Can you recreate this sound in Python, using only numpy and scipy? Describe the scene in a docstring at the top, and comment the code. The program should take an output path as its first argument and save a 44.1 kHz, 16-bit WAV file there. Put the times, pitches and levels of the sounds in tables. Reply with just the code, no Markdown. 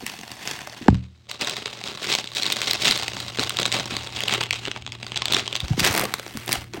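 """A metallized plastic snack bag, handled close to the microphone, then pulled open: its creases snap
one by one, each a click coloured by ringing film, over random finer crackle and sliding hiss.
Early on a knock sets hollow furniture ringing in decaying modes; blows and finger taps are tones that
fall in pitch, some of them soft thuds as the seam gives.
Behind it an appliance hums and rumbles in a small room, over steady noise for the air."""
import sys
import numpy as np
from scipy import signal
from scipy.fft import rfft, irfft
from scipy.io import wavfile

SR = 44100
rng = np.random.default_rng(int(sys.argv[2]) if len(sys.argv) > 2 else 0)


def wrap_up_sound(samples):
    """Save the sound to the file named by the first command line argument, as 16-bit audio."""
    columns = np.atleast_2d(samples).T
    # keep every value between -1 and 1, then stretch to whole-number steps
    tamed = np.clip(columns, -1, 1)
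    steps = np.round(tamed * 32767).astype(np.int16)
    wavfile.write(sys.argv[1], SR, steps)


N = 299880
TIME = np.arange(N) / SR
GRAIN_SAMPLES = 1024
GRAIN_HZ = np.fft.rfftfreq(GRAIN_SAMPLES, 1 / SR)
KNOCK_S = .8829


# The loudest creases snapping, close to the microphone. Each row: time in seconds, level of the crack
# in dB, body and fizz in dB relative to the crack, before the trims.
SNAPS = [(0.0652, -24.5, -6, 12.5), (0.098, -30, -2, -1), (0.3165, -33, -11, 9), (0.475, -23.5, 2.5, 2),
         (0.513, -29.5, 8, 9), (0.673, -38, 17.5, 14), (0.8819, -27.5, 17.5, -2), (0.9025, -41, 4, -17),
         (0.9448, -37, 8, -1), (0.9527, -42, 10, -18), (1.269, -56, 15, -15), (1.3137, -25.5, -2, 7),
         (1.4117, -23.5, -9, 7), (1.4467, -24.5, -1, 7), (1.4728, -24.5, 7, 7), (1.4964, -24, -15, 12),
         (1.5669, -26.5, 4, 5), (1.6584, -22.5, 5, -11), (1.8388, -27.5, 4, 3), (1.875, -28, -9, 1),
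         (2.126, -17, -9, -11), (2.1371, -22, -2, 1), (2.151, -15.5, 0.5, 5), (2.2422, -29, 5, 3),
         (2.274, -28, -13, -10), (2.3502, -28.5, -13, 12), (2.369, -23.5, -2.5, -8), (2.423, -20, -11, -4),
         (2.4324, -17.5, -14, 5), (2.4553, -23, -9, -10), (2.4645, -18, -2, 1), (2.5214, -18, -21, -15),
         (2.525, -17, -13, 11), (2.617, -19, 0, 6), (2.6811, -22, 1, -1), (2.711, -14.5, -23, 8),
         (2.733, -19, -5, 13.5), (2.856, -17, 1, 6), (2.8719, -17.5, 6, -11), (2.8807, -15, -4, -4),
         (2.9105, -12, -19, 4), (2.9756, -23.5, -2, 12), (3.0323, -24.5, 3, 7), (3.081, -23, -6, 4),
         (3.118, -35, 13, -15), (3.1672, -31, 13.5, -12), (3.2022, -25.5, -3, 7), (3.3867, -26, 17, -6),
         (3.3948, -17.5, 5.5, 1), (3.436, -23.5, -14, 8), (3.4948, -21.5, -18, 14), (3.5054, -25, 7.5, -12),
         (3.5697, -20, -17, 5), (3.588, -18, 4, -15), (3.6, -21.5, -1, 9), (3.6304, -19.5, -2, 0),
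         (3.6549, -16, 2, -1), (3.6614, -19.5, 0, 3), (3.7179, -20, -26, -3), (3.725, -18, -6, 6),
         (3.7976, -22.5, 6, -5), (3.9669, -21.5, 5, 6), (4.072, -31, 8, 2), (4.163, -26, -14, -6),
         (4.2057, -21.5, -2, 7), (4.2362, -21.5, 4.5, 5), (4.282, -16.5, -7, 3), (4.3255, -20.5, 7, -3),
         (4.338, -18, 0, 6), (4.4302, -24, -17, -8), (4.436, -23.5, -5, 6), (4.5082, -15, -8, 1),
         (4.528, -21.5, -9, -4), (4.5322, -23.5, 5.5, -2), (4.653, -23, -12, -12), (4.6738, -32, 14, -15),
         (4.7145, -23, -1, -8), (4.762, -37, 18, -17), (4.8224, -36.5, -2, -5), (4.8643, -28, 1, -18),
         (4.876, -32, 8.5, -17), (4.921, -28.5, -11, -9), (5.0295, -29, 6.5, -5), (5.1193, -27.5, 5.5, -7),
         (5.1596, -22.5, 0, -9), (5.168, -24.5, 1, -20), (5.174, -19.5, -14, -1), (5.2201, -20.5, 6, -2),
         (5.256, -17.5, -3, 4), (5.2823, -22.5, 0, 1), (5.3228, -15.5, -12, 11), (5.3354, -16.5, 3, 6),
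         (5.3472, -13.5, -10, -7), (5.395, -22, -8, -21), (5.4592, -31, -7, -14), (5.4776, -22, 2, -12),
         (5.5276, -22.5, 2.5, -4), (5.554, -19, 0.5, -1), (5.563, -23.5, -16, 5), (5.6032, -21.5, -28, 4),
         (5.7956, -16.5, -7, 10), (5.804, -18, -12, 9), (5.8474, -13, -2, 11), (5.8733, -17.5, 0, 11),
         (5.928, -27.5, -2, 16), (5.941, -26.5, 11, 18), (5.9502, -22, 3, 12), (5.9636, -26, 0, 16),
         (5.977, -19.5, 1, 16), (5.9954, -20, 4, 16), (6.0125, -29, 15, 24), (6.0388, -34.5, 15, 27),
         (6.0534, -27.5, 11.5, 12), (6.1395, -18.5, 5, 13.5), (6.1964, -30.5, 9.5, 9),
         (6.2642, -36, 14.5, -4), (6.3722, -31, 11, 14), (6.4615, -48, -6, 31), (6.479, -27.5, 5, 10),
         (6.4917, -27, 13.5, 14), (6.52, -19, -6, 11), (6.5282, -14.5, -24, 16.5), (6.736, -33, 7, -9)]
# How near the microphone the film is worked. Each row: time in seconds, share of close colour (0-1).
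CLOSENESS = [(0, 1), (.85, 0.8), (1.0, 0.01), (5.6, 0), (5.8, .95), (6.8, 0.76)]
# The fold being worked. Each row: time in seconds, central ring pitch of its facets in Hz,
# fizz of its metal coat in the crackle in dB, before the trim.
FOLD = [(0, 2589, 10.5), (.85, 2581, 4), (.95, 3270, -10.5), (1.3, 3710, 0), (1.75, 3740, 2.5),
        (2.15, 3962, 3.5), (2.9, 3888, 4), (3.7, 3729, 3.5), (4.3, 3190, 2), (4.55, 3080, 2),
        (4.9, 3010, -2), (5.08, 3187, 2), (5.24, 3523, -17), (5.34, 3470, 0), (5.47, 3516, 0),
        (5.76, 3513, 5), (5.8, 3101, 6), (5.95, 2235, 10.5), (6.43, 2257, 12), (6.53, 2242, 11),
        (6.8, 2290, 10)]


def snaps(body_trim_db=-0.5, fizz_trim_db=0, ring_db=7, close_ring_db=-14, pitch_spread=.07):
    """Large creases ring near the pitch of the fold; those right at the microphone hardly ring."""
    out = np.zeros(N)
    level_samples = .004 * SR  # levels are crack energy averaged over 4 ms
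    for s, db, body_db, fizz_db in SNAPS:
        close = follow(CLOSENESS, s)[0]
        fold_hz = follow(FOLD, s)[0]
        hz = fold_hz * np.exp(pitch_spread * rng.standard_normal())
        snap = crease(hz, close, body_db + body_trim_db, fizz_db + fizz_trim_db,
                      ring_db + close * close_ring_db, ring_width_hz=650, scatter_s=0.00078,
                      scatter=1.06, lag_s=0.00077, panel_db=7, panel_width_hz=41)
        add(out, s, amp(db) * np.sqrt(level_samples) * snap)
    return out


# Colour of the film. Each row: frequency in Hz, relative level in dB per Hz.
FILM = [(50, -29), (120, -8.5), (350, -9), (600, -9.5), (1400, -5.5), (2500, -0.5), (3700, 0), (5600, -6.5),
        (8000, -8), (9600, -24), (11000, -32.5), (12300, -38.5), (13200, -28.5), (15650, -28), (16000, -13)]
# Film worked right at the microphone sounds flatter.
# Each row: frequency in Hz, dB added to the film's colour at full closeness.
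SEAM = [(500, 3), (1500, 1), (2400, -1.5), (3700, -3), (5600, 3.5), (8000, -1.5), (9600, 3.5), (11000, 10),
        (12300, 13), (13200, 4), (15500, 1.5)]


def crease(ring_hz, close, body_db, fizz_db, ring_db, ring_width_hz, scatter_s, scatter, lag_s,
           panel_db=8, panel_width_hz=110):
    """A crease buckles: a click, scatter among nearby folds, the ring of its facet and its panel."""
    body, crack, fizz = registers(GRAIN_HZ)
    t = np.arange(GRAIN_SAMPLES) / SR
    # the scatter gathers for a moment before it dies
    echoes = rng.standard_normal(len(t)) * np.sqrt(t) * np.exp(-t / scatter_s)
    impulse = (t == 0) * rng.choice([-1, 1])
    push = rfft(impulse + scatter * echoes / np.linalg.norm(echoes))

    film = amp(read(FILM, GRAIN_HZ) + close * read(SEAM, GRAIN_HZ))
    panel = resonance(GRAIN_HZ, 220 * 6 ** rng.random(), panel_width_hz, panel_db)
    facet = resonance(GRAIN_HZ, ring_hz, ring_width_hz, ring_db)
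    # resonances and scatter colour each register but leave its energy as it is
    gain = 0
    for db, share, ring in [(body_db, body, panel), (0, crack, facet), (fizz_db, fizz, 1)]:
        plain_size = np.linalg.norm(film * share)
        ringing_size = np.linalg.norm(film * share * ring * push)
        gain = gain + amp(db) * share * ring * plain_size / ringing_size
    gain = gain * film / np.linalg.norm(film * crack)

    # minimum phase: the ring follows the click
    log_gain = np.log(np.r_[gain, gain[-2:0:-1]] + 1e-9)
    causal = np.exp(np.conj(signal.hilbert(log_gain)))[:len(gain)]
    # bending waves are slower at low pitch, so the body arrives just after the crack
    lag = 2 * np.pi * np.cumsum(lag_s * body) * GRAIN_HZ[1]
    click = irfft(push * causal * np.exp(-1j * (lag - lag[-1])))
    return np.roll(click, 8) * signal.windows.tukey(len(t), .01) * np.sqrt(len(t) / 2)


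def registers(hz, body_hz=1400, fizz_hz=9000):
    """Shares of body (whole panels flexing), crack and fizz (the metal coat) at each frequency."""
    body = 1 / (1 + (hz / body_hz) ** 4)
    fizz = 1 - 1 / (1 + (hz / fizz_hz) ** 14)
    return body, 1 - body - fizz, fizz


def resonance(hz, centre_hz, width_hz, db):
    """Gain of a flat response plus one resonant peak, db relative to the flat part."""
    return 1 + amp(db) / (1 + (2 * (hz - centre_hz) / width_hz) ** 2)


def crackle(body_trim_db=-1, fizz_trim_db=1, per_s=1300, smooth_s=0.059, rub_share=0.16,
            close_rub_share=0.33):
    """The bed of fine crackle and sliding film; harder handling buckles more creases."""
    crack_gain, body_gain = handling()
    close = follow(CLOSENESS, TIME)[0]
    fizz_db = follow(FOLD, TIME)[1]
    # per_s is the mean rate away from the microphone at a crackle level of -33 dB
    effort = (crack_gain / amp(-33)) ** .4
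    rate = per_s * avalanches(close) * effort * (1 + 1.6 * close)
    spectrum = rfft(small_creases(rate, close))
    shares = registers(np.fft.rfftfreq(N, 1 / SR))
    body, crack, fizz = (irfft(spectrum * share, N) for share in shares)

    # level out the slow swells, so that the handling alone sets them
    window = signal.windows.hann(int(2 * smooth_s * SR))
    power = signal.fftconvolve(crack ** 2, window / window.sum(), "same")
    strength = np.sqrt(abs(power) + 1e-9)

    # part of the fizz is the smooth hiss of film sliding on film, heard best from close by
    sliding = rfft(noise(FILM))
    hiss = irfft(sliding * shares[2], N) / np.std(irfft(sliding * shares[1], N))
    rub = np.clip(rub_share + close_rub_share * close, 0, 1)
    top = np.sqrt(1 - rub) * fizz / strength + np.sqrt(rub) * hiss

    bright = crack / strength + amp(fizz_db + fizz_trim_db) * top
    return crack_gain * bright + body_gain * amp(body_trim_db) * body / strength


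def avalanches(close, clump_db=5.5, close_clump_db=-3.0, clump_s=.006):
    """Rate factor: one buckling sets off others, in runs with lulls; film rubbed close by is steadier."""
    memory = np.exp(-1 / (clump_s * SR))
    stress = evened(signal.lfilter([1], [1, -memory], rng.standard_normal(N)))
    runs = amp((clump_db + close * close_clump_db) * stress)
    return runs / runs.mean()


def small_creases(rate, close, pitch_spread=.22, spread_db=4.0, close_spread_db=-0.1, largest=6.16,
                  count=40):
    """Random bucklings, a few much larger than the rest, each on one facet of the fold being worked."""
    size_db = (spread_db + close * close_spread_db) * np.minimum(rng.exponential(1, N), largest)
    sizes = amp(size_db) * (rng.random(N) < rate / SR)
    pitches = np.geomspace(1400, 6500, count)
    spread = pitch_spread * (1 + close) * rng.standard_normal(N)
    wanted_hz = follow(FOLD, TIME)[0] * np.exp(spread)
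    facet = np.minimum(np.searchsorted(pitches, wanted_hz), count - 1)
    near = rng.random(N) < close
    out = np.zeros(N)
    for k, hz in enumerate(pitches):
        for is_near in (False, True):
            body_luck, fizz_luck = rng.standard_normal(2)
            grain = crease(hz, is_near, 3 * body_luck - 1, 3 * fizz_luck - 1, ring_db=7.0,
                           ring_width_hz=1360, scatter_s=0.00097, scatter=1.78, lag_s=0.00081)
            out += signal.oaconvolve(sizes * (facet == k) * (near == is_near), grain)[:N]
    return out


# Each squeeze or pull of the hands. Each row: time of its peak in seconds, crackle level in dB,
# rise in seconds, fall in seconds, body at the peak in dB relative to the crackle, before the trim.
SQUEEZES = [(0.07, -40.5, 0.021, 0.12, -10), (0.48, -34, 0.055, 0.14, 3), (1.289, -39, 0.0031, 0.067, 5),
            (1.413, -29.5, .014, 0.073, 8.5), (1.49, -32, 0.065, 0.14, 6.5), (1.67, -41.5, 0.016, 0.19, 12),
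            (1.87, -35.5, 0.036, 0.16, 8.5), (2.06, -28.5, 0.05, 0.11, 4), (2.135, -23.5, 0.063, 0.072, 3),
            (2.369, -28.5, 0.039, 0.077, -0.5), (2.46, -30, 0.12, 0.38, 6.5),
            (2.701, -26.5, 0.11, 0.083, 2.5), (2.875, -19, 0.07, 0.082, 1),
            (2.991, -30.5, 0.092, 0.12, 6.5), (3.398, -28, 0.011, 0.1, 9), (3.595, -30.5, 0.024, 0.11, 9),
            (3.736, -26.5, 0.016, 0.064, 8.5), (3.779, -30.5, 0.052, 0.06, 9.5),
            (3.909, -33.5, 0.087, 0.2, 7.5), (4.201, -31.5, 0.08, 0.036, 5),
            (4.334, -24.5, 0.079, 0.056, 6.5), (4.421, -28.5, 0.05, 0.035, 8.5),
            (4.56, -34, 0.032, 0.052, 0), (4.68, -36, 0.09, 0.03, 6.5), (4.768, -38.5, 0.011, 0.016, 11),
            (4.93, -38, 0.0075, 0.024, 9), (5.22, -44.5, 0.065, .1, 12), (5.338, -25.5, 0.043, 0.066, 6.5),
            (5.388, -25.5, 0.036, 0.027, 7.5), (5.555, -38, 0.08, 0.048, 8), (5.64, -41.5, 0.027, 0.13, 10),
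            (5.801, -24.5, 0.019, 0.015, 4.5), (5.856, -20.5, 0.035, 0.064, 6),
            (5.979, -29.5, 0.061, 0.084, 12), (6.532, -30, 0.04, 0.065, 6),
            (6.744, -43.5, 0.0072, 0.064, 13)]
# A squeeze lies this far below its peak one rise before and one fall after it;
# with an exponent over 1, the top is rounded.
SQUEEZE_DROP_DB, SQUEEZE_ROUNDING = -11.5, 1.34
# Faint rustle of the bag held between squeezes. Each row: time in seconds, crackle level in dB.
HOLDING = [(0, -47), (.12, -44), (.86, -45), (.91, -53), (1.06, -58.5), (1.08, -68.5), (1.275, -65.5),
           (1.3, -45.5), (1.65, -41.5), (2.3, -51.5), (3.25, -36.5), (4.08, -46), (4.72, -46.5),
           (4.83, -53), (4.99, -50.5), (5.06, -40), (6.2, -46), (6.48, -44), (6.72, -59)]
HOLDING_BODY_DB = 7.5


def handling(slack_body_db=3):
    """Crack and body gain over time: squeezes swell and relax, duller while the film is slack."""
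    crack = amp(follow(HOLDING, TIME)[0]) ** 2
    body = crack * amp(HOLDING_BODY_DB) ** 2
    for s, db, rise_s, fall_s, body_db in SQUEEZES:
        away = np.maximum((s - TIME) / rise_s, (TIME - s) / fall_s)
        near = away < 5
        drop_db = SQUEEZE_DROP_DB * abs(away[near]) ** SQUEEZE_ROUNDING
        power = amp(db + drop_db) ** 2
        slack = np.minimum(away[near], 1)
        crack[near] += power
        body[near] += power * amp(body_db + slack_body_db * slack) ** 2
    return np.sqrt(crack), np.sqrt(body)


def nearby_surface(x, delay_s=0.00111, echo=0.22):
    """Until the knock the bag lies by a hard surface, whose quick echo gives a hollow colour."""
    delayed = np.interp(TIME - delay_s, TIME, x)
    return x + echo * (TIME < KNOCK_S) * delayed


# Heavy blows on the furniture and the bag. Each row: time in seconds, peak in dB before roughness,
# start pitch in Hz, time in which the pitch halves, rise and decay, all three in seconds.
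THUDS = [(0.8831, 0, 591, 0.0034, 0.0022, 0.01), (0.927, -11, 221, 0.0056, 0.0014, 0.0071),
         (0.945, -14, 132, 0.029, .004, 0.011), (5.626, -21, 184, 0.013, 0.018, 0.01),
         (5.704, -11.5, 218, 0.019, 0.013, 0.0071), (5.737, -22, 179, 0.042, 0.0046, 0.012),
         (5.778, -17, 490, 0.0046, 0.00059, 0.012), (5.813, -18.5, 450, 0.0032, 0.0015, 0.011),
         (5.899, -20.5, 149, 0.032, .01, 0.0055)]
# Fingers tapping the wall of the bag.
# Each row: time in seconds, peak in dB before roughness, start pitch in Hz.
TAPS = [(0.025, -29, 297), (0.188, -38.5, 254), (0.812, -28, 280), (0.861, -27.5, 401), (2.893, -27, 267),
        (3.393, -32, 297), (3.921, -26, 277), (4.675, -31, 336), (6.034, -18, 590), (6.35, -28.5, 258),
        (6.569, -33, 127), (6.741, -29, 398), (6.774, -30, 328)]
TAP_HALVING_S, TAP_RISE_S, TAP_DECAY_CYCLES = .075, 0.0017, 3.8


def thuds():
    """Heavy blows dive into the bass; light finger taps hardly sag and die within a few cycles."""
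    out = np.zeros(N)
    for s, db, *shape in THUDS:
        add(out, s, amp(db) * blow(*shape, rough=0.24))
    for s, db, hz in TAPS:
        tap = blow(hz, TAP_HALVING_S, TAP_RISE_S, TAP_DECAY_CYCLES / hz, rough=0.88)
        add(out, s, amp(db) * tap)
    return out


def blow(hz, halving_s, rise_s, decay_s, rough, rough_hz=130, rough_onset_s=0.0091):
    """A bending wave arrives: a quick fall in pitch, high part first, growing uneven as it dies."""
    t = np.arange(SR // 5) / SR
    turns = hz * halving_s * np.log1p(t / halving_s)
    swell = (1 - np.exp(-(t / rise_s) ** 2)) * np.exp(-t / decay_s)
    lowpass = signal.butter(2, rough_hz, fs=SR, output="sos")
    judder = evened(signal.sosfilt(lowpass, rng.standard_normal((2, len(t)))))
    # the two judders shake both strength and phase
    growth = 1 - np.exp(-t / rough_onset_s)
    uneven = 1 + rough * growth * (judder[0] + 1j * judder[1])
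    return swell / swell.max() * (uneven * np.exp(2j * np.pi * turns)).imag


# Modes of the hollow furniture when knocked. Each row: frequency in Hz, level in dB before
# the build-up, time to fall by 60 dB in seconds.
FURNITURE = [(80.7, -16, 0.45), (121.7, -7, 0.3), (186, -14.5, 0.35), (267, -26.5, 0.35),
             (376, -36.5, 0.24), (850, 10.5, 0.012), (1550, 1, 0.01)]


def furniture(build_cycles=2.1):
    """The panels ring on after the knock; low modes take longest to build up."""
    out, t = np.zeros(N), np.arange(SR) / SR
    for hz, db, t60 in FURNITURE:
        build = 1 - np.exp(-t * hz / build_cycles)
        decay = amp(db - 60 * t / t60)
        add(out, KNOCK_S, decay * build * np.sin(2 * np.pi * hz * t))
    return out


# Decay of the small room. Each row: frequency in Hz, time to fall by 60 dB in seconds.
ROOM = [(150, 0.69), (1000, 0.23), (4000, 0.31), (9000, 0.1), (16000, 0.065)]


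def room(x, gap_s=0.0006):
    """A faint diffuse tail, each band dying at its own speed."""
    hz, t, z = signal.stft(rng.standard_normal(SR // 2), SR, nperseg=256)
    band_decay = amp(-60 * t / read(ROOM, hz)[:, None])
    tail = signal.istft(z * band_decay, SR)[1]
    # the tail fades in just after the direct sound
    tail *= 1 - np.exp(-(np.arange(len(tail)) / SR / gap_s) ** 2)
    return signal.fftconvolve(x, tail / np.linalg.norm(tail))[:N]


# Lines of the appliance hum. Each row: mean frequency in Hz, rms in dB relative to the hum level.
HUM = [(118.4, 0.5), (350, -14)]
# Hum level as the bag shields it more or less. Each row: time in seconds, level in dB.
HUM_LEVEL = [(0, -58.5), (1.3, -57.5), (2.6, -51.5), (3.0, -45.5), (5.4, -44.5), (6.1, -53.5), (6.8, -44)]
# Rumble that grows with the hum. Each row: frequency in Hz, relative level in dB per Hz.
RUMBLE = [(20, -50), (45, -16.5), (80, 3.5), (130, -7), (250, -8), (800, -57), (4000, -88.5)]
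# Air of the room. Each row: frequency in Hz, relative level in dB per Hz.
AIR = [(30, -23), (70, 6), (150, -2), (400, -10.5), (1300, -16), (3900, -13.5), (8000, -23.5), (11000, -39),
       (16000, -34)]


def background(air_db=-63, rumble_db=-3, waver=0.092):
    """The appliance's slightly unsteady hum and rumble over the air of the room."""
    wander = noise([(1, 0), (4, -4), (12, -30), (40, -120)])  # slow: Hz, relative dB per Hz
    hum = 0
    for hz, db in HUM:
        phase = 2 * np.pi * hz * TIME + waver * wander * hz / HUM[0][0]
        hum = hum + amp(db) * np.sqrt(2) * np.sin(phase)
    appliance = hum + amp(rumble_db) * noise(RUMBLE)
    return amp(follow(HUM_LEVEL, TIME)[0]) * appliance + amp(air_db) * noise(AIR)


def noise(points):
    """Steady noise of a given spectrum, rms 1."""
    white = rfft(rng.standard_normal(N))
    colour = amp(read(points, np.fft.rfftfreq(N, 1 / SR)))
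    return evened(irfft(white * colour, N))


def amp(db):
    """Decibels to gain."""
    return 10 ** (np.asarray(db) / 20)


def evened(x):
    """Scales to rms 1."""
    return x / np.sqrt(np.mean(x ** 2) + 1e-20)


def read(points, hz):
    """Reads a frequency table on a log-frequency axis."""
    f, value = np.transpose(points)
    return np.interp(np.log(hz + 1), np.log(f + 1), value)


def follow(table, s):
    """Every column of a curve table at the times s."""
    at, *columns = np.transpose(table)
    return [np.interp(s, at, c) for c in columns]


def add(mix, s, sound):
    """Mixes a sound in at time s."""
    part = mix[max(round(s * SR), 0):][:len(sound)]
    part += sound[:len(part)]


def scene():
    """The bag close by, the room around it, and blows reaching the microphone through the furniture."""
    bag = nearby_surface(snaps() + crackle())
    return (bag + amp(-15.0) * room(bag) + thuds() + furniture() + background())[None]


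def record(dry, ceiling=.86, edge_hz=15880):
    """The loudest peaks are rounded off below the ceiling; then a low-pass sets the band limit."""
    rounded = dry / (1 + (dry / ceiling) ** 8) ** (1 / 8)
    lowpass = signal.firwin(511, edge_hz, window=("kaiser", 9), fs=SR)
    return signal.oaconvolve(rounded, lowpass[None], "same")


dry = scene()
out = record(dry)
wrap_up_sound(out)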